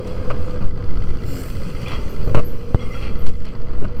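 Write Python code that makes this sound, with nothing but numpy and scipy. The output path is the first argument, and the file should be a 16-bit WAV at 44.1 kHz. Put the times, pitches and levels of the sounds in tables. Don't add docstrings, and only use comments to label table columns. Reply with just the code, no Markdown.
import sys
import numpy as np
from scipy import signal
from scipy.fft import rfft, irfft
from scipy.io import wavfile
from scipy.ndimage import uniform_filter1d

SR = 44100
rng = np.random.default_rng(int(sys.argv[2]) if len(sys.argv) > 2 else 0)


def transcribe(signal):
    frames = np.atleast_2d(signal).T
    limited = np.clip(frames, -1, 1)
    pcm = np.round(limited * 32767).astype(np.int16)
    wavfile.write(sys.argv[1], SR, pcm)


N = 176400
T = np.arange(N) / SR

CYCLE_HZ = 15.12
# multiple of the engine cycle, relative level/dB
EXHAUST_TONES = [(1, -34), (2, -43), (4, -39), (6, -39), (8, -35), (12, -38.5), (16, -42)]
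def exhaust(waver=0.14, gain_db=-3.5):
    out = np.zeros(N)
    for multiple, db in EXHAUST_TONES:
        swell = 1 + waver * drift(hz=7.3)
        phase = 2 * np.pi * (multiple * CYCLE_HZ * T + rng.random())
        out += amp(db) * swell * np.sin(phase + waver * drift(hz=1))
    return amp(gain_db) * out


CYLINDER_KNOCKS = [-10.5, -5, -3, -15.5]
# f/Hz, relative level/dB
KNOCK_SPECTRUM = [(300, 13), (1000, -4), (1300, 13.5), (1800, -4), (2300, -27.5), (3100, 4), (3650, -24),
                  (4300, 3), (4900, 1), (5500, -10), (9000, -28), (16000, -38)]
# f/Hz, width/Hz, relative level/dB
CASING_RESONANCES = [(2033, 68, 1.5), (3400, 310, -7)]
# t/s, relative level/dB
KNOCK_GAIN = [(0, -2.5), (.5, 3), (.73, 0), (.9, 4.5), (1.6, 5.5), (2.2, 3), (2.6, -4.5), (3.2, 1),
              (3.36, -1), (3.55, 0.5), (4, -6)]
def diesel_knock(first_s=0.01225, rise_s=0.0016, fall_s=0.0024):
    firings = np.zeros(N)
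    for k, db in enumerate(CYLINDER_KNOCKS):
        age = (T - first_s - k / len(CYLINDER_KNOCKS) / CYCLE_HZ) % (1 / CYCLE_HZ)
        firings += amp(db) * (1 - np.exp(-age / rise_s)) ** 2 * np.exp(-age / fall_s)
    knock = amp(-52) * colour(firings * noise(), KNOCK_SPECTRUM)
    casing = amp(-58) * unit(resonate(firings * noise(), CASING_RESONANCES))
    return level(KNOCK_GAIN) * (knock + casing)


# t/s, f/Hz
WINCH_PITCH = [(0, 498), (2.35, 498), (2.48, 472), (2.68, 474), (2.78, 494), (4, 485)]
# t/s, level/dB
WINCH_LEVEL = [(0, -36), (.3, -35.5), (.44, -38.5), (.55, -31.5), (.62, -47), (.75, -47), (1.5, -82),
               (2, -73), (2.3, -34.5), (2.5, -40.5), (2.7, -35.5), (3.1, -50), (4, -43.5)]
def winch(wander_hz=1.5, waver_rad=0.25, flutter=0.3):
    hz = np.interp(T, *np.transpose(WINCH_PITCH)) + wander_hz * drift(hz=3)
    tone = np.sin(2 * np.pi * np.cumsum(hz) / SR + waver_rad * drift(hz=27))
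    return level(WINCH_LEVEL) * unit(tone * (1 + flutter * drift(hz=27)))


# t/s, length/s, level/dB, ringing share (0-1)
RAIL_SCRAPES = [(1.75, 0.069, -47.5, 0.6), (1.861, 0.037, -38, 0.55), (1.906, 0.042, -37, 0.5),
                (2.006, 0.3, -61, 0.9), (2.79, 0.061, -45.5, 0.54), (2.934, 0.054, -41, 0.73),
                (3.012, 0.061, -37.5, 0.37), (3.12, 0.17, -55, 1), (3.445, 0.043, -46.5, 0.1)]
# f/Hz, width/Hz, relative level/dB
FRAME_RESONANCES = [(1370, 45, 0), (2085, 45, 0), (2145, 40, -4), (2398, 35, -3), (2640, 60, -5),
                    (2830, 70, -6), (3295, 45, -2), (4420, 60, -15), (5620, 40, -14), (8430, 70, -22),
                    (9350, 70, -23)]
# f/Hz, relative level/dB
GRIT_SPECTRUM = [(500, -2.5), (900, 1), (1400, 2), (1750, -4), (2200, 5.5), (2900, 5.5), (3450, 2),
                 (3750, -3), (4500, 1.5), (6500, -28), (9000, -39), (16000, -30)]
def dredge_scrapes():
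    contacts = grains(per_s=2300, spread_db=1)
    ringing, grating = np.zeros(N), np.zeros(N)
    for start, length, db, share in RAIL_SCRAPES:
        force = amp(db) * envelope(start, length, rise_s=0.0013, fall_s=0.039)
        ringing += force * np.sqrt(share)
        grating += force * np.sqrt(1 - share)
    squeal = resonate(contacts * ringing, FRAME_RESONANCES)
    squeal = np.std(squeal) * patches(squeal, db=3, hz=390, seconds=0.056)
    return squeal + grating * colour(contacts, GRIT_SPECTRUM)


# t/s, length/s, f/Hz, level/dB
STICK_SLIPS = [(1.084, 0.06, 342, -38.5), (1.294, .14, 272, -34), (1.859, 0.004, 2480, -32),
               (1.868, .035, 3440, -43.5), (1.923, 0.036, 3300, -40), (2.764, .015, 2080, -47),
               (2.793, 0.03, 3310, -48), (2.802, 0.026, 2093, -44.5), (2.806, 0.043, 5650, -56.5),
               (2.83, 0.036, 8420, -61), (2.848, 0.024, 2130, -44), (2.902, 0.037, 2070, -42),
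               (2.92, 0.038, 5610, -54), (2.942, 0.025, 1385, -40), (2.949, 0.03, 3300, -48),
               (3.258, .018, 4250, -51)]
def frame_squeaks(jitter_hz=21.2, roughness=0.31):
    waver = np.cumsum(jitter_hz * drift(hz=120.6)) / SR
    grip = unit(1 + roughness * drift(hz=90))
    out = np.zeros(N)
    for start, length, hz, db in STICK_SLIPS:
        slip = amp(db) * envelope(start, length, rise_s=0.0032, fall_s=0.0058)
        out += slip * np.sin(2 * np.pi * (hz * T + waver))
    return np.sqrt(2) * grip * out


# t/s, level/dB, pitch ratio
RING_STRIKES = [(2.085, -48, 1.05), (2.11, -62, 1.3), (2.14, -67, 1.2), (2.235, -52, 1.06),
                (2.445, -41, 0.993), (3.185, -51, 1.03), (3.965, -53, 1.08)]
# f/Hz, relative level/dB, t60/s
RING_RESONANCES = [(11690, -13, .45), (12080, -9, .35), (12145, -6, .45), (12400, -9, .1), (12725, 0, .22),
                   (13450, -11, .15), (13740, -12, .25)]
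def ring_clinks(rise_s=0.007, chatter_s=0.042, chatter_db=-5.5):
    out = np.zeros(N)
    rattles = [drift(hz=290) for _ in RING_RESONANCES]
    for start, db, ratio in RING_STRIKES:
        span = np.arange(round(start * SR), min(round((start + 0.5) * SR), N))
        age = np.arange(len(span)) / SR
        attack = np.minimum(age / rise_s, 1)
        for (hz, mode_db, t60), rattle in zip(RING_RESONANCES, rattles):
            chatter = amp(chatter_db) * rattle[span] * np.exp(-age / chatter_s)
            swing = amp(-60 * age / t60) + chatter
            out[span] += attack * amp(db + mode_db) * swing * np.sin(2 * np.pi * hz * ratio * age)
    return out


# t/s, level/dB
DRY_TICKS = [(.05, -57), (0.073, -35.5), (1.817, -37), (1.882, -32), (2.349, -31), (2.372, -34),
             (2.393, -40), (2.452, -66), (3.265, -32.5), (3.277, -42), (3.29, -35), (3.452, -39.5),
             (3.481, -50)]
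# f/Hz, relative level/dB
TICK_SPECTRUM = [(500, 6), (2000, 4), (5000, 0), (8000, -7.5), (16000, -19)]
def ticks():
    bursts = sum(amp(db) * envelope(start, 0, rise_s=0.00022, fall_s=0.0057) for start, db in DRY_TICKS)
    return bursts * colour(noise(), TICK_SPECTRUM)


# f/Hz, relative level/dB
SPRAY_SPECTRUM = [(1000, -31), (2500, 13), (3350, 7.5), (3700, -2), (4500, 9), (5600, 4.5), (6700, -1),
                  (7600, 0), (8600, -0.5), (10200, -7), (11800, -4), (12800, -7), (14200, -6), (15400, -4),
                  (16200, -26)]
# t/s, relative level/dB
SPRAY_SWELL = [(0, -67), (.08, -57.5), (.2, -63), (.5, -60.5), (.73, -71), (.87, -67.5), (1.1, -64),
               (1.5, -59.5), (1.85, -54.5), (2.1, -57.5), (2.3, -61), (2.8, -63), (2.97, -56), (3.15, -64),
               (3.5, -67), (4, -74)]
def spray(gain_db=8):
    hiss = patches(noise(), db=3.2, hz=140, seconds=0.03)
    return amp(gain_db) * level(SPRAY_SWELL) * colour(hiss, SPRAY_SPECTRUM)


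# f/Hz, relative level/dB
GUSH_SPECTRUM = [(1000, 5), (3000, 4), (3650, -7), (4500, 9), (5600, 2.5), (6700, -9), (7500, 3), (8600, 0),
                 (10200, -8.5), (11800, 0), (12800, -7), (14200, 3), (15400, 0), (16200, -23)]
def gush(db=-39.5):
    drops = patches(grains(per_s=5700, spread_db=0.5), db=4.5, hz=109, seconds=0.11)
    flow = amp(db) * envelope(start_s=1.2, hold_s=0.21, rise_s=0.18, fall_s=0.14)
    return flow * colour(drops, GUSH_SPECTRUM)


# t/s, length/s, flutter level/dB, rasp level/dB
PORT_BUFFETS = [(0.299, 0.019, -54, -23.5), (0.605, 0.025, -29, -37.5), (2.275, 0.047, -22.5, -37.5),
                (2.347, 0.0085, -12, -17.5), (2.363, 0.0376, -15.5, -23.5), (3.811, 0.031, -23.5, -42),
                (3.843, 0.0097, -23, -30)]
# f/Hz, relative level/dB
FLUTTER_SPECTRUM = [(30, -14), (120, 12), (250, -10.5), (480, -3), (700, -30), (1500, -42), (5000, -53)]
# f/Hz, relative level/dB
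RASP_SPECTRUM = [(200, -18), (420, 3.5), (600, 12), (820, -15), (1150, 6), (1400, -1), (1750, -18),
                 (2100, -10), (2850, -9), (3250, -23), (4300, -22.5), (6000, -35), (16000, -46)]
# t/s, amplitude, f/Hz, decay/s
PORT_CRACKS = [(0.303, 0.16, 1160, 0.0054), (0.3131, 0.096, 1310, 0.0029), (0.614, 0.23, 107, 0.0064),
               (2.3472, 0.82, 935, 0.00052), (2.371, 0.72, 135, 0.0046), (2.388, 0.29, 216, 0.002),
               (2.4, 0.28, 180, .003), (3.8272, 0.29, 230, 0.0012), (3.845, 0.12, 204, 0.011),
               (3.852, 0.056, 1460, .004)]
# t/s, suction amplitude, hold and decay/s
AIR_POPS = [(2.275, 0.44, 0.0056), (2.7463, 2.1, 0.0017), (2.755, 0.4, 0.0038)]
def buffets():
    flutter = colour(noise(), FLUTTER_SPECTRUM)
    rasp = colour(grains(per_s=5000, spread_db=1), RASP_SPECTRUM)
    out = np.zeros(N)
    for start, length, flutter_db, rasp_db in PORT_BUFFETS:
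        burst = envelope(start, length, rise_s=0.002, fall_s=0.005)
        out += burst * (amp(flutter_db) * flutter + amp(rasp_db) * rasp)
    for start, size, hz, decay in PORT_CRACKS:
        out += size * envelope(start, 0, 1 / SR, decay) * np.sin(2 * np.pi * hz * (T - start))
    for start, suction, decay in AIR_POPS:
        out -= suction * envelope(start, decay, rise_s=0.00083, fall_s=decay)
    return out


# f/Hz, relative level/dB
RUMBLE_SPECTRUM = [(2, 11.5), (6, 9), (14, 7), (28, -2.5), (55, -6), (100, -11), (180, -21.5), (400, -31.5),
                   (1500, -75.5)]
# t/s, level/dB
RUMBLE_LEVEL = [(0, -33), (.15, -21), (.27, -20), (.4, -17), (.55, -20), (.64, -14), (.73, -17.5),
                (.87, -18), (.96, -16), (1.1, -14), (1.5, -20), (1.95, -20), (2.2, -16.5), (2.3, -20.5),
                (2.42, -16), (2.5, -25.5), (2.8, -22.5), (3, -19.5), (3.22, -16.5), (3.4, -22.5),
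                (3.57, -22), (3.8, -15.5), (4, -22.5)]
# centre t/s, half width/s, suction amplitude (negative pushes)
PASSING_GUSTS = [(0.295, 0.024, 0.52), (0.668, 0.035, 0.5), (.928, 0.036, -0.62), (2.378, 0.058, 0.9),
                 (3.273, 0.059, 1.15), (3.798, 0.079, 0.6)]
def wind(lumpy_db=0.5, recovery_s=0.42):
    suction = sum(depth * np.exp(-((T - centre) / width) ** 2) for centre, width, depth in PASSING_GUSTS)
    recovery = uniform_filter1d(suction, int(recovery_s * SR))
    turbulence = noise() * amp(-lumpy_db * drift(hz=3.1))
    return level(RUMBLE_LEVEL) * colour(turbulence, RUMBLE_SPECTRUM) - suction + recovery


# f/Hz, relative level/dB
ROAR_SPECTRUM = [(30, 6), (110, 9.5), (200, 4.5), (340, -2), (400, 0.5), (470, 4), (560, -3.5),
                 (720, -11.5), (950, -14), (1250, -8.5), (1550, -17), (1850, -19), (2100, -23.5),
                 (2450, -23.5), (3350, -26.5), (3650, -30), (4500, -27), (6500, -43.5), (16000, -86)]
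# t/s, level/dB
ROAR_GAIN = [(0, -29.5), (.3, -27.5), (.64, -31), (.7, -38), (.75, -41.5), (.79, -31), (.9, -33.5),
             (1.4, -32), (1.75, -31), (1.95, -28.5), (2.25, -32.5), (2.55, -33), (2.9, -33), (3.28, -32.5),
             (3.34, -44.5), (3.48, -36), (3.7, -34), (4, -34.5)]
def roar(patchy_db=1.56):
    wash = noise() * amp(patchy_db * drift(hz=59))
    wash = patches(wash, db=2, hz=78, seconds=0.41)
    return level(ROAR_GAIN) * colour(wash, ROAR_SPECTRUM)


# f/Hz, width/Hz, level/dB
MIC_NOTCHES = [(1767, 92, -4), (3700, 130, -7), (5260, 116, -10.5), (6610, 130, -5.5)]
def microphone(x):
    f = np.fft.rfftfreq(N, 1 / SR)
    response_db = sum(db * np.exp(-((f - hz) / width) ** 2) for hz, width, db in MIC_NOTCHES)
    return irfft(rfft(x) * amp(response_db), N)


def amp(db):
    return 10 ** (np.asarray(db) / 20)


def unit(x):
    return x / np.sqrt(np.mean(x ** 2) + 1e-20)


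def level(points):
    return amp(np.interp(T, *np.transpose(points)))


def colour(x, points):
    hz, db = np.transpose(points)
    f = np.fft.rfftfreq(N, 1 / SR)
    gain = amp(np.interp(np.log(f + 1e-3), np.log(hz), db))
    return unit(irfft(rfft(x) * gain * (f > 0), N))


def noise():
    return rng.standard_normal(N)


def drift(hz):
    f = np.fft.rfftfreq(N, 1 / SR)
    return unit(irfft(rfft(noise()) * np.exp(-(f / hz) ** 2) * (f > 0), N))


def grains(per_s, spread_db):
    impacts = noise() * (rng.random(N) < per_s / SR)
    return unit(impacts * amp(spread_db * np.minimum(rng.exponential(1, N), 4)))


def envelope(start_s, hold_s, rise_s, fall_s):
    return np.clip((T - start_s) / rise_s, 0, 1) * np.exp(-np.maximum(T - start_s - hold_s, 0) / fall_s)


def patches(x, db, hz, seconds):
    bands = signal.stft(x, nperseg=1024, noverlap=768)[2]
    swell = rng.standard_normal(bands.shape)
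    for axis, span in enumerate((hz * 1024 / SR, seconds * SR / 256)):
        pole = np.exp(-2 / span)
        swell = signal.filtfilt([1 - pole], [1, -pole], swell, axis=axis, padtype="even", padlen=40)
    bands *= amp(db * np.clip(unit(swell), -3, 3))
    return unit(signal.istft(bands, nperseg=1024, noverlap=768)[1][:N])


def resonate(x, modes):
    t = T[:SR // 4]
    response = sum(amp(db) * np.sqrt(width) * np.exp(-np.pi * width * t) * np.sin(2 * np.pi * hz * t)
                   for hz, width, db in modes)
    return signal.oaconvolve(x, response / np.linalg.norm(response))[:N]


def scene():
    boat = exhaust() + diesel_knock() + roar() + winch()
    water = spray() + gush()
    frame = dredge_scrapes() + frame_squeaks()
    return (boat + water + frame + ticks() + ring_clinks() + wind() + buffets())[None]


def record(dry):
    clipped = np.clip(microphone(dry), -1, 1)
    lowpass = signal.firwin(511, 17000, window=("kaiser", 9), fs=SR)
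    return signal.oaconvolve(clipped, lowpass[None], "same")


dry = scene()
out = record(dry)
transcribe(out)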